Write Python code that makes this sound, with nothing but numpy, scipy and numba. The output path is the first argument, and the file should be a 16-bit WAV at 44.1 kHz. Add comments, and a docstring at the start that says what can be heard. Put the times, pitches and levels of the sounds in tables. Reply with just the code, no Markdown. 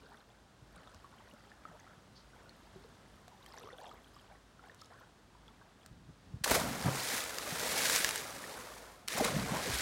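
"""In a light breeze, small waves lap and gurgle under the rock rim of a deep pool. The wet rock drips,
and a bird calls once, faintly. Around 6 s, wind thuds on the microphone. At 6.4 s a diver slaps the
surface and drags down a pocket of air that collapses with a thump; the thrown water rains back as
spray and bubbles. At 9.1 s a second diver plunges in. The rock walls echo it all faintly."""
import sys
import numpy as np
from scipy import signal
from scipy.fft import rfft, irfft, next_fast_len
from scipy.io import wavfile
from numba import njit

SR = 44100
rng = np.random.default_rng(int(sys.argv[2]) if len(sys.argv) > 2 else 0)


def master(y):
    """Save y as 16-bit WAV."""
    cut = np.clip(np.atleast_2d(y).T, -1, 1)
    pcm = np.round(cut * 32767)  # scale
    wavfile.write(sys.argv[1], SR, pcm.astype(np.int16))


N = 432621
TIME = np.arange(N) / SR
TOP_HZ = 15850  # the treble is cut above this

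# the tone of flying spray: f/Hz, level/dB
SPRAY_TONE = [(900, -13.5), (1650, 2), (2150, 2), (2800, -3), (3800, -1), (7500, -4), (11000, -7.5),
              (15500, -15)]
# the tone of a cloud of bubbles: f/Hz, level/dB
BUBBLE_TONE = [(200, -3.5), (330, -3.5), (500, 2.5), (800, 0), (1300, -0.5), (2000, -10.5), (2700, -15.5),
               (4500, -16)]


def splashes():
    """Spray patters on the surface, drops drive bubbles under, and big pockets of air churn below."""
    # each diver's entry: t/s, lift of the spray at TOP_HZ/dB
    divers = [(6.441, 3.8), (9.082, -1)]
    # the tone of the deep churning: f/Hz, level/dB
    churn_tone = [(22, -36), (45, -5), (85, -1), (170, 4), (260, 2.5), (420, -17), (900, -40)]
    patter = swarm(count=36000, low_hz=1140, high_hz=16800, cycles=1.5, spread_db=2.5, glide=0)
    fizz = swarm(count=6000, low_hz=1363, high_hz=12370, cycles=38, spread_db=3, glide=0.092)
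    mist = rng.standard_normal(N)
    clumps = undb(1.56 * wander(350) + wander(50))  # the water comes down in clumps and sheets
    shower = unit((patter + undb(-6) * fizz + undb(4.5) * mist) * clumps)
    bubbles = swarm(count=11000, low_hz=232.9, high_hz=3380, cycles=32.5, spread_db=0.5, glide=0.22)
    bubbles = colour(bubbles, BUBBLE_TONE)
    pockets = swarm(count=2200, low_hz=34.1, high_hz=438, cycles=12, spread_db=1, glide=0.18)
    churn = colour(pockets, churn_tone)
    out = np.zeros(N)
    next_entries = [s for s, _ in divers[1:]] + [np.inf]
    for (entry_s, lift_db), next_s in zip(divers, next_entries):
        spray_gain, bubble_gain, churn_gain = dive_strength(entry_s, next_s)
        spray = colour(shower, [(hz, db + lift_db * hz / TOP_HZ) for hz, db in SPRAY_TONE])
        out += spray_gain * spray + bubble_gain * bubbles + churn_gain * churn
    return out


def dive_strength(entry_s, next_s):
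    """How strong spray, bubbles and churn are in one dive: each surge of water swells, then dies away."""
    # surges as the body goes in, the hole closes, spray lands and foam bursts:
    # peak t/s, rise/(dB per s), fall of the spray/(dB per s), spray/dB, bubbles/dB, churn/dB
    surges = [ (6.548, 80, 138, -32, -35, -37), (6.69, 44, 73, -46, -43.5, -40.5),
              (6.878, 275, 385, -59, -34.5, -31), (6.98, 80, 250, -68, -41.5, -64),
              (7.17, 29, 90, -36, -45, -66), (7.77, 27, 44, -36.5, -40.5, -51.5),
              (7.93, 51, 58, -30, -43.5, -62), (8.6, 2, 52, -51, -49.5, -60.5),
              (8.84, 25, 74.5, -57, -56, -67), (9.185, 98, 170, -36.5, -40.5, -46),
              (9.257, 330, 127, -35, -36.5, -45), (9.36, 196, 30, -48.5, -42, -37.5),
              (9.55, 130, 150, -44, -38, -49), (9.71, 220, 320.5, -52, -44.5, -40),
              (9.81, 34, 50, -35.5, -47, -63)]
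    linger = np.array([[1], [1.22], [0.66]])  # spray, bubbles, churn: time to die, relative to spray
    lag_s = np.array([[0.025], [0.088]])  # bubbles and churn wait for air to go under
    power = np.zeros((3, N))
    start = int(entry_s * SR)
    for s, rise, fall, *levels_db in surges:
        if entry_s < s < next_s:
            age = TIME[start:] - s
            swell_db = np.minimum(rise * age, -fall * age / linger)
            power[:, start:] += undb(np.array(levels_db)[:, None] + swell_db) ** 2
    fade_in = 1 - np.exp(-((TIME - entry_s) / lag_s) ** 2)
    power[1:] *= fade_in ** 2
    return np.sqrt(power)


def slaps():
    """The surface tears for a few milliseconds: a burst of spray over a hollow smack."""
    # hands, trunk and legs hit the water: t/s, level/dB, length/s, smack over spray/dB
    hits = [(6.437, -27, 0.0096, -15), (6.505, -23.5, .013, 9), (6.542, -27.5, .014, -1.5),
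            (9.077, -39, 0.0027, -25), (9.082, -29, 0.0025, -26), (9.176, -32, 0.0089, 4),
            (9.199, -38, 0.013, 0), (9.243, -29, .007, -7)]
    out, hiss, smack = np.zeros(N), noise(SPRAY_TONE), noise(BUBBLE_TONE)
    t = TIME[:SR // 8]
    for s, db, length, smack_db in hits:
        here = slice(int(s * SR), int(s * SR) + len(t))
        rise = np.minimum(t / (0.57 * length), 1)
        fall = np.exp(-np.maximum(t - length, 0) / (0.36 * length))
        add(out, s, undb(db) * rise * fall * unit(hiss[here] + undb(smack_db) * smack[here]))
    return out


def air_thumps():
    """Air trapped behind a diver or under the rim closes off with a short, low thump."""
    # air pockets pinch off and throb: t/s, peak level/dB, f/Hz
    pockets = [(.618, -51, 118), (.767, -51, 175), (.948, -52, 78), (1.335, -52, 228), (1.692, -50.5, 173),
               (1.974, -53, 170), (2.755, -46.5, 159), (6.852, -30.5, 105), (6.876, -23, 135),
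               (7.137, -38.5, 245), (7.521, -36, 164), (9.15, -37.5, 196), (9.208, -25.5, 265),
               (9.342, -30, 147), (9.517, -30, 199), (9.692, -35.5, 112), (9.725, -36, 66.4)]
    out, t = np.zeros(N), TIME[:SR // 5]
    for s, db, hz in pockets:
        add(out, s, undb(db) * pulse(t * hz / 0.81) * np.sin(2 * np.pi * hz * t))
    return out


def drops():
    """A lump of water lands with a sharp crack and a short sizzle."""
    # landing lumps, among other sharp ticks: t/s, peak level/dB
    landings = [(0.945, -45.5), (1.3364, -52), (3.2799, -43.5), (3.4613, -42), (4.745, -46), (4.816, -42),
                (5.8609, -39.5), (6.4765, -22), (6.9463, -29), (7.3839, -22), (7.897, -12.5), (7.9604, -15),
                (8.045, -13.5), (8.0899, -19), (8.108, -21), (8.1575, -22.5), (8.1778, -23)]
    crack_tone = [(400, -7), (1300, 6.5), (3000, 0), (6500, 4.5), (15000, -12.5)]
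    out, t = np.zeros(N), TIME[:SR // 20]
    snap = np.exp(-((t - .0015) / .0007) ** 2)
    sizzle = undb(-15) * np.exp(-t / .006)
    for s, db in landings:
        crack = (snap + sizzle) * colour(rng.standard_normal(len(t)), crack_tone)
        add(out, s, undb(db) * crack / np.abs(crack).max())
    return out


def plinks():
    """The skin of the water snaps with a tick and rings one bubble, which rises in pitch."""
    # single bubbles burst out: t/s, peak level/dB, f/Hz
    bursts = [(.874, -47.5, 1290), (1.045, -43.5, 1130), (1.336, -51, 588), (1.517, -45.5, 1750),
              (1.653, -36.5, 1294), (1.876, -49, 1390), (2.759, -46.5, 380), (2.847, -50, 466),
              (3.279, -50, 717), (3.673, -42.5, 1160), (3.689, -43.5, 1270), (3.729, -45, 506),
              (3.864, -46, 705), (3.914, -43, 1230), (4.165, -46.5, 1170), (4.594, -47, 1370),
              (4.697, -43.5, 1800), (4.82, -45.5, 1270), (5.351, -52, 990), (7.474, -35, 590),
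              (7.629, -35.5, 465), (7.989, -29.5, 1500), (8.047, -24, 1660), (8.44, -34, 1850)]
    # drips fall from the wet rock: t/s, peak level/dB, f/Hz
    drips = [(.7604, -52, 8600), (.8739, -52, 3700), (1.312, -53, 2880), (1.799, -51, 6320),
             (2.494, -46, 4330), (3.462, -47.5, 3180), (3.5844, -43, 5900), (4.815, -46, 5300),
             (5.4806, -49, 3400)]
    out = np.zeros(N)
    for events, cycles, glide, tick_db in [(bursts, 40, 0.14, -29), (drips, 72, 0.059, -5)]:
        s, db, hz = np.transpose(events)
        each = np.ones(len(s))
        bubble = ring(s, hz / (1 + glide / 8), cycles * each, undb(db), glide)
        tick = ring(s, 1.4 * hz, 5 * each, undb(db + tick_db), 0.)
        out += bubble + tick
    return out


def glugs(count=8):
    """Bubbles tear off an air pocket one by one, their size following it as it shrinks or opens."""
    # runs of bubbles: t/s, length/s, first f/Hz, last f/Hz, typical bubble level/dB
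    runs = [(0.018, .1, 360, 890, -58), (3.31, 0.042, 1000, 746, -56.5), (3.582, 0.064, 525, 418, -54),
            (3.643, 0.048, 385, 617, -54), (3.792, 0.089, 444, 1020, -51), (4.901, 0.028, 596, 1220, -57),
            (6.459, 0.0076, 1080, 650, -35), (6.555, 0.0199, 456, 650, -31.5),
            (9.195, .028, 894, 432, -30.5), (9.522, .05, 644, 1060, -35), (9.648, 0.045, 544, 326, -38)]
    out, cycles = np.zeros(N), np.full(count, 30.)
    for s, length, first_hz, last_hz, db in runs:
        slip, detune, luck = rng.random((count, 3)).T
        along = (np.arange(count) + slip) / count
        hz = first_hz * (last_hz / first_hz) ** along * (0.961 + 0.1 * detune)
        out += ring(s + length * along, hz, cycles, undb(db) * (.5 + luck), glide=0.048)
    return out


def lapping():
    """Small waves trap air under the rock: rising gurgles and a fine trickle."""
    # the tone of the gurgle: f/Hz, level/dB
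    gurgle_tone = [(200, -17), (420, 0.5), (800, 2.5), (1500, -0.5), (2100, -6.5), (3500, -31)]
    gurgle_gain, trickle_gain = wave_strength()
    bubbles = swarm(count=2300, low_hz=331.2, high_hz=2398, cycles=45.4, spread_db=1.5, glide=0.33)
    beads = swarm(count=4500, low_hz=2124, high_hz=14500, cycles=46, spread_db=3, glide=.1)
    trickle = colour(beads, [(2000, -4.5), (3300, 4.5), (7000, -8), (15000, -12.5)])
    gulps = undb(2 * wander(per_s=24))  # a wave breaks up unevenly
    return (gurgle_gain * colour(bubbles, gurgle_tone) + trickle_gain * trickle) * gulps


def wave_strength(rise_share=0.39):
    """How strong gurgle and trickle are: each wave builds quickly at the rock and drains more slowly."""
    # small waves reach the rim: peak t/s, length/s, gurgle/dB, trickle/dB
    waves = [(.02, 0.38, -62.5, -70.5), (0.827, 0.27, -64, -71.5), (1.317, 0.55, -65, -72.5),
             (1.76, 0.29, -63, -78), (2.37, .25, -63, -77), (2.827, 0.74, -67.5, -75),
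             (3.582, 0.31, -58, -64.5), (3.834, 0.16, -58, -68.5), (4.13, 0.21, -66.5, -70),
             (4.323, 0.057, -60, -88), (4.667, 0.076, -59.5, -71), (4.818, 0.054, -72, -64),
             (4.963, 0.11, -59, -72), (5.532, 0.28, -67, -78), (5.83, 0.1, -69, -71.5)]
    power = np.zeros((2, N))
    for s, length, *levels_db in waves:
        width_s = length * np.where(TIME < s, rise_share, 1 - rise_share)
        power += undb(levels_db)[:, None] ** 2 * np.exp(-((TIME - s) / width_s) ** 2)
    return np.sqrt(power)


def rock_echo(sound, fade_s=0.6, echo_db=-14, gap_s=.012):
    """The rock walls scatter the sound back as a dull echo that falls 60 dB in fade_s."""
    t = TIME[:SR]
    tail = colour(rng.standard_normal(SR), [(100, -2.5), (1200, -1.5), (5000, -7.5), (15000, -5)])
    tail *= np.exp(-np.log(1000) * t / fade_s) * (t > gap_s)
    return sound + undb(echo_db) * signal.fftconvolve(sound, tail / np.linalg.norm(tail))[:N]


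def wind_thuds():
    """Short swirls of wind thud on the microphone, each inside a weaker, longer gust."""
    # the breeze bumps the microphone: t/s, level/dB
    bumps = [(5.911, -47), (5.997, -50), (6.088, -45), (6.269, -58.5), (6.336, -41), (6.409, -50)]
    push = np.zeros(N)
    for s, db in bumps:
        swirl = pulse(np.maximum(TIME - s, 0) / 0.0047)
        gust = undb(-16) * np.exp(-((TIME - s) / 0.07) ** 2)
        push += undb(db) * (swirl + gust)
    return push * noise([(25, -16), (65, -1), (190, -3), (320, -17.5), (700, -45), (2000, -69)])


def bird(s=2.15, hz=4650, db=-62, rise_s=0.021):
    """One faint, raspy call of a bird in the bushes."""
    voice = noise([(hz / 2, -35), (0.66 * hz, -12), (hz, 0), (1.5 * hz, -18), (2 * hz, -45)])
    rasp = undb(2 * wander(per_s=90))
    return undb(db) * pulse(np.maximum(TIME - s, 0) / rise_s) * voice * rasp


def breeze():
    """Breeze in the trees over a low, steady rumble."""
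    # the tone of the breeze: f/Hz, level/dB
    breeze_tone = [(15, -40), (25, -32), (43, -3), (64, -1), (134, -2.5), (223, -2.5), (335, -7.5),
                   (476, -10.5), (560, -9.5), (1610, -13.5), (2220, -20), (3520, -19.5), (8830, -28.5),
                   (14400, -41), (16000, -37)]
    # the breeze level over time: t/s, level/dB
    breeze_levels = [(0, -63), (3, -60.5), (4.6, -62.5), (5.3, -63), (6.4, -62)]
    rumble = noise([(25, -45), (42, -22), (52, 9), (62, -16), (110, -7), (400, -70)])
    level_db = np.interp(TIME, *np.transpose(breeze_levels)) + 0.5 * wander(per_s=2.86)
    return undb(level_db) * noise(breeze_tone) + undb(-70) * rumble


def swarm(count, low_hz, high_hz, cycles, spread_db, glide):
    """Bubbles of all sizes ring at random moments, a few much louder than the rest."""
    when, pitch, life, luck = rng.random((count, 4)).T
    hz = low_hz * (high_hz / low_hz) ** pitch
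    extra_db = spread_db * np.minimum(-np.log(1 - luck), 5)
    gain = hz * undb(extra_db)  # high bubbles are sparser and shorter; this evens out the power per Hz
    return unit(ring(when * N / SR, hz, cycles * (.5 + life), gain, float(glide)))


@njit
def ring(times, hz, cycles, gain, glide):
    """Each bubble is a sine that dies by 60 dB in so many cycles and rises as it nears the surface."""
    out = np.zeros(N)
    for k in range(len(times)):
        start, length = int(times[k] * SR), int(cycles[k] * SR / hz[k]) + 2
        step = 2 * np.pi * hz[k] / SR
        wave = gain[k] + 0j
        turn = np.exp(1j * step - np.log(1000) / length)  # moves the wave on one sample and fades it
        bend = np.exp(1j * step * glide / length)  # a glide of 0.1 ends 10 % higher
        for i in range(start, min(start + length, N)):
            wave *= turn
            turn *= bend
            out[i] += wave.imag
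    return out


def undb(db):
    """Turn decibels into a gain."""
    return 10 ** (np.asarray(db) / 20)


def unit(x):
    """Scale to an average (rms) level of 1."""
    return x / np.sqrt(np.mean(x ** 2))


def colour(x, tone):
    """Filter x by a curve of (f/Hz, level/dB) points, then scale it to level 1."""
    hz, db = np.transpose(tone)
    size = next_fast_len(len(x))
    bins = np.maximum(np.fft.rfftfreq(size, 1 / SR), 1)
    gain = undb(np.interp(np.log(bins), np.log(hz), db))
    return unit(irfft(rfft(x, size) * gain, size)[:len(x)])


def noise(tone):
    """Steady noise with the given tone."""
    return colour(rng.standard_normal(N), tone)


def wander(per_s):
    """Random values, so many a second, joined by straight lines."""
    return np.interp(TIME * per_s, np.arange(4096), rng.standard_normal(4096))


def pulse(age):
    """A quick rise to 1 at age 1, then a slower fall."""
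    return age * np.exp(1 - age)


def add(out, s, sound):
    """Mix a sound in at s seconds."""
    start = max(int(s * SR), 0)
    out[start:start + len(sound)] += sound[:N - start]


def scene():
    """The water and the bird echo between the rocks, with the wind around them."""
    water = lapping() + plinks() + glugs() + splashes() + slaps() + drops() + air_thumps()
    return (rock_echo(water + bird()) + wind_thuds() + breeze())[None]


def record(dry):
    """The recorder cuts the deepest bass and the highest treble."""
    dry = signal.sosfilt(signal.butter(4, 33, "high", fs=SR, output="sos"), dry)
    return signal.sosfilt(signal.ellip(10, .2, 70, TOP_HZ, fs=SR, output="sos"), dry)


dry = scene()
out = record(dry)
master(out)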